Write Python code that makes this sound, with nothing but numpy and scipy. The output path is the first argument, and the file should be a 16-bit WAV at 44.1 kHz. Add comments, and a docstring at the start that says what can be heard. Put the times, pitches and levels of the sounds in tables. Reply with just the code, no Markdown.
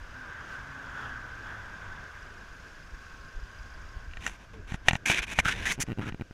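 """Out of a car window in crawling highway traffic, a small camera in a hard case is held, then drawn into the cabin.
Tyre roar is patchy noise peaking near the case's port resonance; wind is lumpy low noise with single dips.
Engine drones are gliding sines, a thin whine is a wavering sine, and idling valves are rattled decaying modes.
Passing cars are swells of noise. Fingers then knock, rub and creak on the case: struck modes, friction grains,
slipping pushes and a short falling groan."""
import sys
import numpy as np
from scipy import signal
from scipy.fft import rfft, irfft, next_fast_len
from scipy.io import wavfile
from scipy.ndimage import uniform_filter1d, map_coordinates

SR = 44100
rng = np.random.default_rng(int(sys.argv[2]) if len(sys.argv) > 2 else 0)


def boost_factor(decibels):
    """Convert a level in decibels to a linear amplitude factor."""
    exponent = np.asarray(decibels, float) / 20
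    return 10 ** exponent


def master(y):
    """Save y as 16-bit WAV."""
    cut = np.clip(np.atleast_2d(y).T, -1, 1)
    pcm = np.round(cut * 32767)  # scale
    wavfile.write(sys.argv[1], SR, pcm.astype(np.int16))


N = 279152  # length in samples

# tyre roar of the far lanes, before the cabin shelters it: (time [s], level [dB])
ROAR_LEVEL = [(0, -49.5), (.3, -43.5), (1.3, -45), (1.9, -43.5), (2.6, -51.5), (3.3, -52), (3.8, -50),
              (4.3, -52.5), (5.4, -50), (6.33, -58)]
# wind and sway on the microphone: (time [s], level [dB])
WIND_LEVEL = [(0, -45), (.2, -53), (2.45, -50), (2.7, -51.5), (3.45, -49), (3.65, -46.5), (4.28, -46),
              (4.42, -53.5), (4.62, -45.5), (5.03, -56), (5.3, -48), (5.6, -40), (5.95, -57), (6.1, -41),
              (6.25, -70), (6.33, -43)]
# engines passing in the far lanes: (start [s], end [s], pitch coming [Hz], pitch going [Hz], level [dB])
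DRONES = [(0.127, 0.503, 127, 123, -66), (0.559, 2.102, 136.2, 98.15, -56.5)]
# a thin wavering whine nearby, around these points: (time [s], pitch [Hz], level [dB])
WHINE_PATH = [(2.7, 1075, -73), (3.1, 1080, -61.5), (4.4, 1071, -68)]
# spectrum of the tyre roar: (frequency [Hz], relative level [dB])
ROAR_SPECTRUM = [(210, -69), (350, -22.5), (912, -9.5), (990, -6.5), (1390, -4.5), (1520, 3.5), (1600, 3.5),
                 (1840, -10.5), (2020, -12.5), (2260, -17), (3010, -25), (3430, -22), (4000, -30.5),
                 (5200, -84), (8800, -120)]
# spectrum of the high rush, also the treble of passing cars: (frequency [Hz], relative level [dB])
RUSH_SPECTRUM = [(1120, -45), (1900, -5), (2520, 1), (3940, -8), (4950, -6.5), (5260, -6.5), (6670, -8.5),
                 (8020, -18.5), (13400, -25.5), (15500, -34)]
# spectrum of the low rumble: (frequency [Hz], relative level [dB])
RUMBLE_SPECTRUM = [(53, -6.5), (90, -0.5), (260, -11), (700, -15.5), (1500, -120)]
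# spectrum of the wind: (frequency [Hz], relative level [dB])
WIND_SPECTRUM = [(7, -16), (14, -7), (55, -7.5), (100, -18), (200, -51), (350, -120)]
# the case's body resonances under a rub: (frequency [Hz], relative level [dB])
RUB_BODY_SPECTRUM = [(710, -21.5), (1200, -15.5), (1550, -4.5), (1920, -5), (2420, -4.5), (3340, -10),
                     (3790, -12), (4500, -24.5), (5850, -20), (9900, -120)]
# the case's edge resonances under a rub: (frequency [Hz], relative level [dB])
RUB_EDGE_SPECTRUM = [(2350, -65), (4000, -42), (4310, -12.5), (5020, -13.5), (6080, -2), (8700, -13.5),
                     (10100, -12.5), (12500, -22.5), (15500, -31)]
# the case's low resonances under a rub: (frequency [Hz], relative level [dB])
RUB_LOW_SPECTRUM = [(88, -44), (150, 8), (242, 5), (571, -4.5), (714, 0), (1080, 3.5), (1400, -15.5),
                    (1820, -23), (3080, -120)]
# idling engine parts rung at each firing: (frequency [Hz], relative level [dB], 60 dB decay [s])
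VALVE_PARTS = [(4915, 0, .022), (5540, -2, .016), (6450, -2, .012), (7400, -8, .008)]
# knocks on the case; thud and treble are relative settings, trimmed in knocks():
# (time [s], level [dB], thud [dB], treble [dB], strongest pitch [Hz])
KNOCK_EVENTS = [(4.112, -42, -17, -24, 2500), (4.1355, -31.5, -37, -23, 2550),
                (4.1708, -27.5, -26, -18, 2290), (4.2134, -48, -25, -15, 2220),
                (4.224, -35, -34, -10, 2150), (4.2651, -15.5, -39, -5.5, 1830),
                (4.2764, -23, -27.5, -15, 2300), (4.296, -36, -21, -19, 1660),
                (4.7208, -29.5, -6.5, -12, 1490), (4.7431, -26, -8.5, -15, 1550),
                (4.8843, -1, -32, -13.5, 2230), (4.9097, -14.5, -18.5, -17, 2670),
                (4.9325, -19, -9.5, -6.5, 1600), (4.9538, -17.5, -16, -14, 2740),
                (5.0993, -10.5, -21, -34, 2460), (5.3879, -7, -21.5, -30, 1600),
                (5.459, -23.5, -10, -28, 1550), (6.123, -35, -3, -45, 2010)]
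# the case's modes, before any extra damping: (frequency [Hz], relative level [dB], 60 dB decay [s])
CASE_MODES = [(1500, -1, .016), (1850, 0, .02), (2400, -2, .016), (2700, -3, .016), (3750, -6, .009)]
# the case's treble modes: (frequency [Hz], relative level [dB], 60 dB decay [s])
CASE_TREBLE_MODES = [(6200, 13, 0.0044), (7070, 8, 0.0057), (10700, -19, 0.0021), (12500, -12, .004)]
# strokes of fingers on the case: (start [s], end [s], start level [dB], end level [dB], relative treble [dB])
RUB_STROKES = [(4.206, 4.282, -52.5, -43.5, -9.5), (4.267, 4.368, -47.5, -60, -7),
               (4.394, 4.45, -62, -58.5, -12), (4.534, 4.605, -56, -71, -18),
               (4.674, 4.761, -51, -47.5, -12), (4.831, 4.881, -69, -41.5, -13),
               (4.893, 4.968, -54, -45, -10), (5.057, 5.129, -30, -33.5, -6.5),
               (5.111, 5.194, -34.5, -30, -12.5), (5.193, 5.223, -36, -52.5, -19),
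               (5.221, 5.247, -36.5, -36, -11.5), (5.268, 5.338, -47.5, -38, -9.5),
               (5.342, 5.404, -53.5, -34, -9), (5.413, 5.45, -66, -45.5, -11),
               (5.45, 5.528, -31, -32, -12.5), (5.522, 5.65, -43.5, -39.5, -14),
               (5.655, 5.723, -32, -30.5, -9.5), (5.722, 5.759, -37, -55.5, -1),
               (5.801, 5.829, -35, -31.5, 4), (5.865, 5.938, -59, -64, -14), (5.967, 6.03, -78, -56, -23),
               (6.012, 6.099, -52, -45, -14.5)]
# skin sticking and slipping; slowing over 1 slows a run down, under 1 speeds it up:
# (first slip [s], last slip [s], mean rate [1/s], level setting [dB], slowing [exponent])
CREAK_RUNS = [(5.780, 5.803, 130, -29, .92), (5.837, 5.837, 100, -25, 1), (5.8795, 5.9292, 121, -27.5, 1.1),
              (5.975, 6.0154, 99, -27, 1.02), (6.0233, 6.0445, 190, -33, .8),
              (6.0603, 6.0945, 117, -28, 1.03), (6.105, 6.124, 52, -35, 1), (6.146, 6.146, 100, -21, 1),
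              (6.1964, 6.2206, 83, -26, .82), (6.3105, 6.3105, 100, -30, 1)]
# cars sweeping past in the far lanes: (nearest [s], half length [s], level [dB], relative treble [dB])
CAR_PASSES = [(0.526, 0.048, -47, -11), (1.027, 0.095, -39, -19.5), (1.485, 0.054, -43.5, -19),
              (1.95, 0.19, -69.5, -13)]
# body spectrum of a passing car: (frequency [Hz], relative level [dB])
PASS_SPECTRUM = [(290, -13), (600, -21.5), (1300, -8), (1560, -1.5), (2200, -27.5), (3400, -23),
                 (4500, -61), (9000, -120)]
# cavity between hand and case that the rubbing sings in: (time [s], centre [Hz], level over the rub [dB])
GRIP_CAVITY = [(4.8, 1941, -19), (5.05, 2374, -1), (5.2, 2450, -4), (5.4, 2319, 2), (5.445, 1451, 2),
               (5.6, 1800, -9.5), (5.66, 1765, -1.5), (5.73, 2300, -7), (5.82, 2124, -3.5), (6.0, 1470, 2)]
# the case's lowest mode, before any extra damping: (frequency [Hz], relative level [dB], 60 dB decay [s])
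CASE_LOW_MODE = [(790, 6.2, 0.0099)]
# single pushes of wind or hand on the diaphragm: (time [s], half length [s], level [dB])
DIAPHRAGM_PUSHES = [(2.939, 0.0061, -33), (3.372, 0.0083, -28), (3.436, 0.0055, -31.5),
                    (3.971, 0.0058, -29.5), (4.085, 0.0042, -32.5), (4.89, 0.014, -34),
                    (5.206, 0.0057, -30), (5.394, 0.0035, -22)]
# the hand squeezes the case, which rumbles: (time [s], half length [s], level [dB])
HAND_SQUEEZES = [(4.59, 0.028, -55), (5.14, 0.03, -44.5), (5.583, .07, -42)]
# a short falling groan as the grip shifts: (time [s], pitch [Hz], level [dB])
GROAN_PATH = [(4.535, 455, -54), (4.615, 410, -59)]
# how hard each of four cylinders rings the lowest valve part: (relative level [dB])
CYLINDER_LEVELS = [1, 0, 6, -1]

# high rush, low rumble, and the share of the roar's swings that the rumble follows
RUSH_DB, RUMBLE_DB, RUMBLE_FOLLOWS = -60, -54.5, 0.33
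# middle and width of the move through the window frame; what the cabin takes off roar and rush
CABIN_S, ENTER_S, SHELTER_DB = 4.26, 0.36, -6
# share of the pass at the pitch drop, and its width; second order level and its loss going away
ABREAST, GLIDE, SECOND_DB, SECOND_FADES_DB = .45, 0.202, -63, -5.5
FIRING_HZ, FIRST_FIRING_S = 26.41, .0333
# valve ticks; the lift of their lowest ring while that engine rolls alongside
TICK_DB, NEAR_S, NEAR_HALF_S, NEAR_DB = -70.5, 3.7, .35, 7
# the low mode follows a knock's level and thud [dB per dB]
LOW_MODE_DB, LOW_PER_PEAK, LOW_PER_THUD = 5.5, 0.26, 0.49
HARD_DB = -14.5  # knocks above this make the finger skid off
# the skid: level against its knock, end after the knock, fall along the stroke, relative treble
SCUFF_DB, SCUFF_S, SCUFF_FALL_DB, SCUFF_TREBLE_DB = -17, .02, -24, -14
RUB_LOW_DB, RUB_LOW_GROWS = -26.5, 0.53  # the low resonance grows more slowly than the stroke


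def unit(x):
    """Scale to rms 1."""
    return x / np.sqrt(np.mean(x ** 2) + 1e-20)


def curves(rows):
    """One value per sample for each column after the time."""
    s, *cols = np.transpose(rows)
    return [np.interp(np.arange(N) / SR, s, c) for c in cols]


def span(rows, fade):
    """1 while a table lasts, fading at both ends."""
    t = np.arange(N) / SR
    return np.clip(np.minimum(t - rows[0][0], rows[-1][0] - t) / fade, 0, 1)


def wobble(rate):
    """A smooth random curve, rate knots a second."""
    knots = rng.standard_normal(int(N * rate / SR) + 4)
    return map_coordinates(knots, [np.arange(N) * rate / SR])


def swell(s, half):
    """1 at time s, halved at half seconds either side, with long tails."""
    return 1 / (1 + ((np.arange(N) / SR - s) / half) ** 2)


def colour(x, spectrum):
    """x through (Hz, dB) points on a log axis, brought to rms 1."""
    m = next_fast_len(N + 8192)
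    hz, db = np.transpose(spectrum)
    bins = np.fft.rfftfreq(m, 1 / SR)
    gain = boost_factor(np.interp(np.log(bins + 1), np.log(hz + 1), db))
    return unit(irfft(rfft(x, m) * gain, m)[:N])


def rush(spectrum, patchy_db):
    """Coloured noise with patches of random gain in time and frequency."""
    z = signal.stft(rng.standard_normal(N + 512), nperseg=512)[2]
    field = uniform_filter1d(rng.standard_normal(z.shape), size=5, axis=0)
    field = uniform_filter1d(field, size=10, axis=1)
    patched = signal.istft(z * boost_factor(patchy_db * unit(field)), nperseg=512)[1]
    return colour(patched[:N], spectrum)


def tone(rows, waver_db, drift_hz, fade):
    """A sine along (s, Hz, dB) rows, wavering in level and pitch, faded in and out."""
    hz, db = curves(rows)
    level = boost_factor(db + waver_db * wobble(15))
    turn = 2 * np.pi * np.cumsum(hz + drift_hz * wobble(40)) / SR
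    return np.sqrt(2) * level * np.sin(turn) * span(rows, fade)


def ring(modes, spread_db, attack, near_hz=None):
    """One blow on decaying modes of varied strength, favouring those near the struck spot's pitch; peak 1."""
    t = np.arange(2600) / SR
    hz, db, t60 = np.transpose(modes)[:, :, None]
    level = db + spread_db * rng.standard_normal(db.shape)
    if near_hz:
        level = level - 7 * np.abs(np.log2(hz / near_hz))  # 7 dB lost per octave away
    partials = boost_factor(level - 60 * t / t60) * np.sin(2 * np.pi * hz * t)
    y = np.sum(partials, axis=0) * (1 - np.exp(-t / attack))
    return y / np.abs(y).max()


def add(out, s, y):
    """Mix y into out from time s."""
    part = out[round(s * SR):][:len(y)]
    part += y[:len(part)]


def shelter():
    """The cabin's loss, in dB, easing in as the camera is drawn through the window frame."""
    return SHELTER_DB * (1 + np.tanh((np.arange(N) / SR - CABIN_S) / ENTER_S)) / 2


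def traffic():
    """Tyre roar, high rush and rumble as noise, each wavering on its own; squeezes of the hand rumble too."""
    roar_db, = curves(ROAR_LEVEL)
    roar = boost_factor(roar_db + shelter() + 0.21 * wobble(6.89)) * rush(ROAR_SPECTRUM, patchy_db=1.0)
    high = boost_factor(RUSH_DB + shelter() + 0.4 * wobble(5.95)) * rush(RUSH_SPECTRUM, patchy_db=.8)
    swings_db = roar_db - roar_db.mean() + shelter()
    low_level = boost_factor(RUMBLE_DB + RUMBLE_FOLLOWS * swings_db)
    low_level = low_level + sum(boost_factor(db) * swell(s, half) for s, half, db in HAND_SQUEEZES)
    low = low_level * boost_factor(0.22 * wobble(30)) * rush(RUMBLE_SPECTRUM, patchy_db=2.0)
    return roar + high + low


def wind():
    """Slow lumpy pressure on the microphone, and single dips with a rebound on each side."""
    t = np.arange(N) / SR
    lumps = boost_factor(1.45 * wobble(6.0)) * colour(rng.standard_normal(N), WIND_SPECTRUM)
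    out = boost_factor(curves(WIND_LEVEL)[0]) * unit(lumps)
    for s, half, db in DIAPHRAGM_PUSHES:
        u2 = ((t - s) / half) ** 2
        out += boost_factor(db) * (u2 - 1) * np.exp(-.5 * u2)
    return out


def valve_ticks():
    """Each firing of an idling engine rattles its valve parts, which ring and die away."""
    ticks, t = np.zeros(N), np.arange(900) / SR
    near_db = NEAR_DB * swell(NEAR_S, NEAR_HALF_S) - 3
    for k, s in enumerate(np.arange(FIRST_FIRING_S, N / SR, 1 / FIRING_HZ)):
        # a few ms of metal contact, not one click
        clatter = rng.standard_normal(len(t)) * t / .004 * np.exp(-t / 0.0036)
        parts = np.array(VALVE_PARTS)
        parts[0, 1] += CYLINDER_LEVELS[k % 4] + near_db[round(s * SR)]
        size = boost_factor(rng.normal()) * np.linalg.norm(boost_factor(parts[:, 1]))
        tick = unit(np.convolve(clatter, ring(parts, spread_db=2, attack=.0003)))
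        add(ticks, max(s - .008 + .001 * rng.normal(), 0), size * tick)
    # the cabin dulls these thin ticks by twice as many dB as the roar
    return boost_factor(TICK_DB + 2 * shelter()) * unit(ticks)


def engine_drones():
    """Passing engines as a sine and its second order, dropping in pitch as they go by."""
    drone = np.zeros(N)
    for start, end, coming_hz, going_hz, db in DRONES:
        share = (np.arange(N) / SR - start) / (end - start)
        gone = (1 + np.tanh((share - ABREAST) / GLIDE)) / 2  # 0 coming, 1 going away
        hz = coming_hz + (going_hz - coming_hz) * gone + 1.45 * wobble(20)
        turn = 2 * np.pi * np.cumsum(hz) / SR
        second = boost_factor(SECOND_DB + SECOND_FADES_DB * gone + 4.6 * wobble(6.97)) * np.sin(2 * turn)
        first = boost_factor(db + 3.0 * wobble(7.0)) * np.sin(turn)
        drone += (first + second) * span([[start], [end]], 0.074)
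    return np.sqrt(2) * drone


def passes():
    """Noise of each passing car, swelling and fading around its nearest moment."""
    body, top = rush(PASS_SPECTRUM, patchy_db=2.5), rush(RUSH_SPECTRUM, patchy_db=1.0)
    return sum(boost_factor(db) * swell(s, half) * (body + boost_factor(treble_db) * top)
               for s, half, db, treble_db in CAR_PASSES)


def whine():
    """A thin wavering whine nearby: one sine wandering in pitch and level, faded in and out."""
    return tone(WHINE_PATH, waver_db=2.5, drift_hz=14, fade=.2)


def knocks():
    """Each knock rings the case and pushes the diaphragm in, which swings back."""
    out, t = np.zeros(N), np.arange(2600) / SR
    thud = -np.sin(2 * np.pi * 145 * t) * np.exp(-t / 0.0025)
    for s, db, thud_db, treble_db, hz in KNOCK_EVENTS:
        # heavier, harder knocks ring the low mode more
        low_db = LOW_MODE_DB + LOW_PER_PEAK * db + LOW_PER_THUD * thud_db
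        crack = 0.21 * rng.standard_normal(len(t)) * boost_factor(-60 * t / .006) * (1 - np.exp(-t / 0.00036))
        top = boost_factor(treble_db - 3) * (ring(CASE_TREBLE_MODES, spread_db=3, attack=.0004) + crack)
        shell = ring(CASE_MODES, spread_db=1.5, attack=.0005, near_hz=hz)
        shell = shell * (.4 + .6 * np.exp(-t / .002))  # a sharp first swing
        body = shell + boost_factor(low_db) * ring(CASE_LOW_MODE, spread_db=0, attack=0.00033)
        add(out, s, boost_factor(db) * (top - body + boost_factor(thud_db + 16.5) * thud))
    return out


def rubs():
    """Dense uneven grains of friction in the case's low, body and edge resonances, under each stroke."""
    t = np.arange(N) / SR
    grain = boost_factor(2.2 * wobble(500) + 1.1 * wobble(70))
    low, shell, edge = (colour(grain * rng.standard_normal(N), spectrum)
                        for spectrum in (RUB_LOW_SPECTRUM, RUB_BODY_SPECTRUM, RUB_EDGE_SPECTRUM))
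    hz, cavity_db = curves(GRIP_CAVITY)
    turn = 2 * np.pi * np.cumsum(hz) / SR
    # a narrow band of noise riding the centre pitch
    cavity = wobble(480) * np.cos(turn) + wobble(480) * np.sin(turn)
    body = shell + boost_factor(cavity_db) * unit(grain * cavity)
    scuffs = []
    for s, db, *_ in KNOCK_EVENTS:
        if db > HARD_DB:
            scuff_db = db + SCUFF_DB
            scuffs.append((s + 0.0016, s + SCUFF_S, scuff_db, scuff_db + SCUFF_FALL_DB, SCUFF_TREBLE_DB))
    out = np.zeros(N)
    for start, end, db0, db1, treble_db in RUB_STROKES + scuffs:
        k = slice(round((start - .002) * SR), round((end + 0.034) * SR))
        # quick contact, short die-away
        touch = np.clip((t[k] - start) / 0.0059 + .5, 0, 1)
        touch = touch * np.exp(-np.maximum(t[k] - end + .002, 0) / 0.0035)
        mean_db = (db0 + db1) / 2
        stroke = boost_factor(np.interp(t[k], [start, end], [db0, db1]))
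        pressure = stroke / boost_factor(mean_db)
        # pressing harder brightens the edge
        bright = stroke * (body[k] + boost_factor(treble_db) * pressure ** 0.5 * edge[k])
        deep = pressure * boost_factor(RUB_LOW_DB + RUB_LOW_GROWS * mean_db) * low[k]
        out[k] += touch * (bright + deep)
    return out


def groan():
    """A short falling groan as the grip shifts: a gently wavering sine."""
    return tone(GROAN_PATH, waver_db=.8, drift_hz=3, fade=.012)


def creaks():
    """Each skin slip is a short one-sided push, a slow return and a ring of the case; a run starts softly."""
    out, t = np.zeros(N), np.arange(2600) / SR
    push = np.exp(-.5 * ((t - .003) / 0.00067) ** 2)
    push = push - 0.21 * np.exp(-np.abs(t - .005) / 0.0076) * (t > .0035)  # the slow return
    for first, last, rate, db, slowing in CREAK_RUNS:
        for u in np.linspace(0, 1, round((last - first) * rate) + 1):
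            s = first + (last - first) * u ** slowing + .0008 * rng.normal()
            size_db = db - 5 * (u == 0) + 1.8 * rng.normal()
            add(out, s - .003, boost_factor(size_db + 1.5) * push)
            shell = ring(CASE_LOW_MODE + CASE_MODES, spread_db=5, attack=.0006, near_hz=1300)
            damped = shell * np.exp(-t / .003)  # the skin stills the case
            add(out, s - .0005, boost_factor(size_db - 4.5) * damped)
    return out


def scene():
    """Everything summed at one microphone."""
    outside = traffic() + wind() + valve_ticks() + engine_drones() + passes() + whine()
    handling = knocks() + rubs() + groan() + creaks()
    return (outside + handling)[None]


def top_cut(x):
    """Nothing passes above the cut-off."""
    return signal.sosfilt(signal.butter(12, 15660, fs=SR, output="sos"), x)


def record(dry):
    """The converter clips at full scale."""
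    mix = np.clip(dry, -1, 1)
    return top_cut(mix)


dry = scene()
out = record(dry)
master(out)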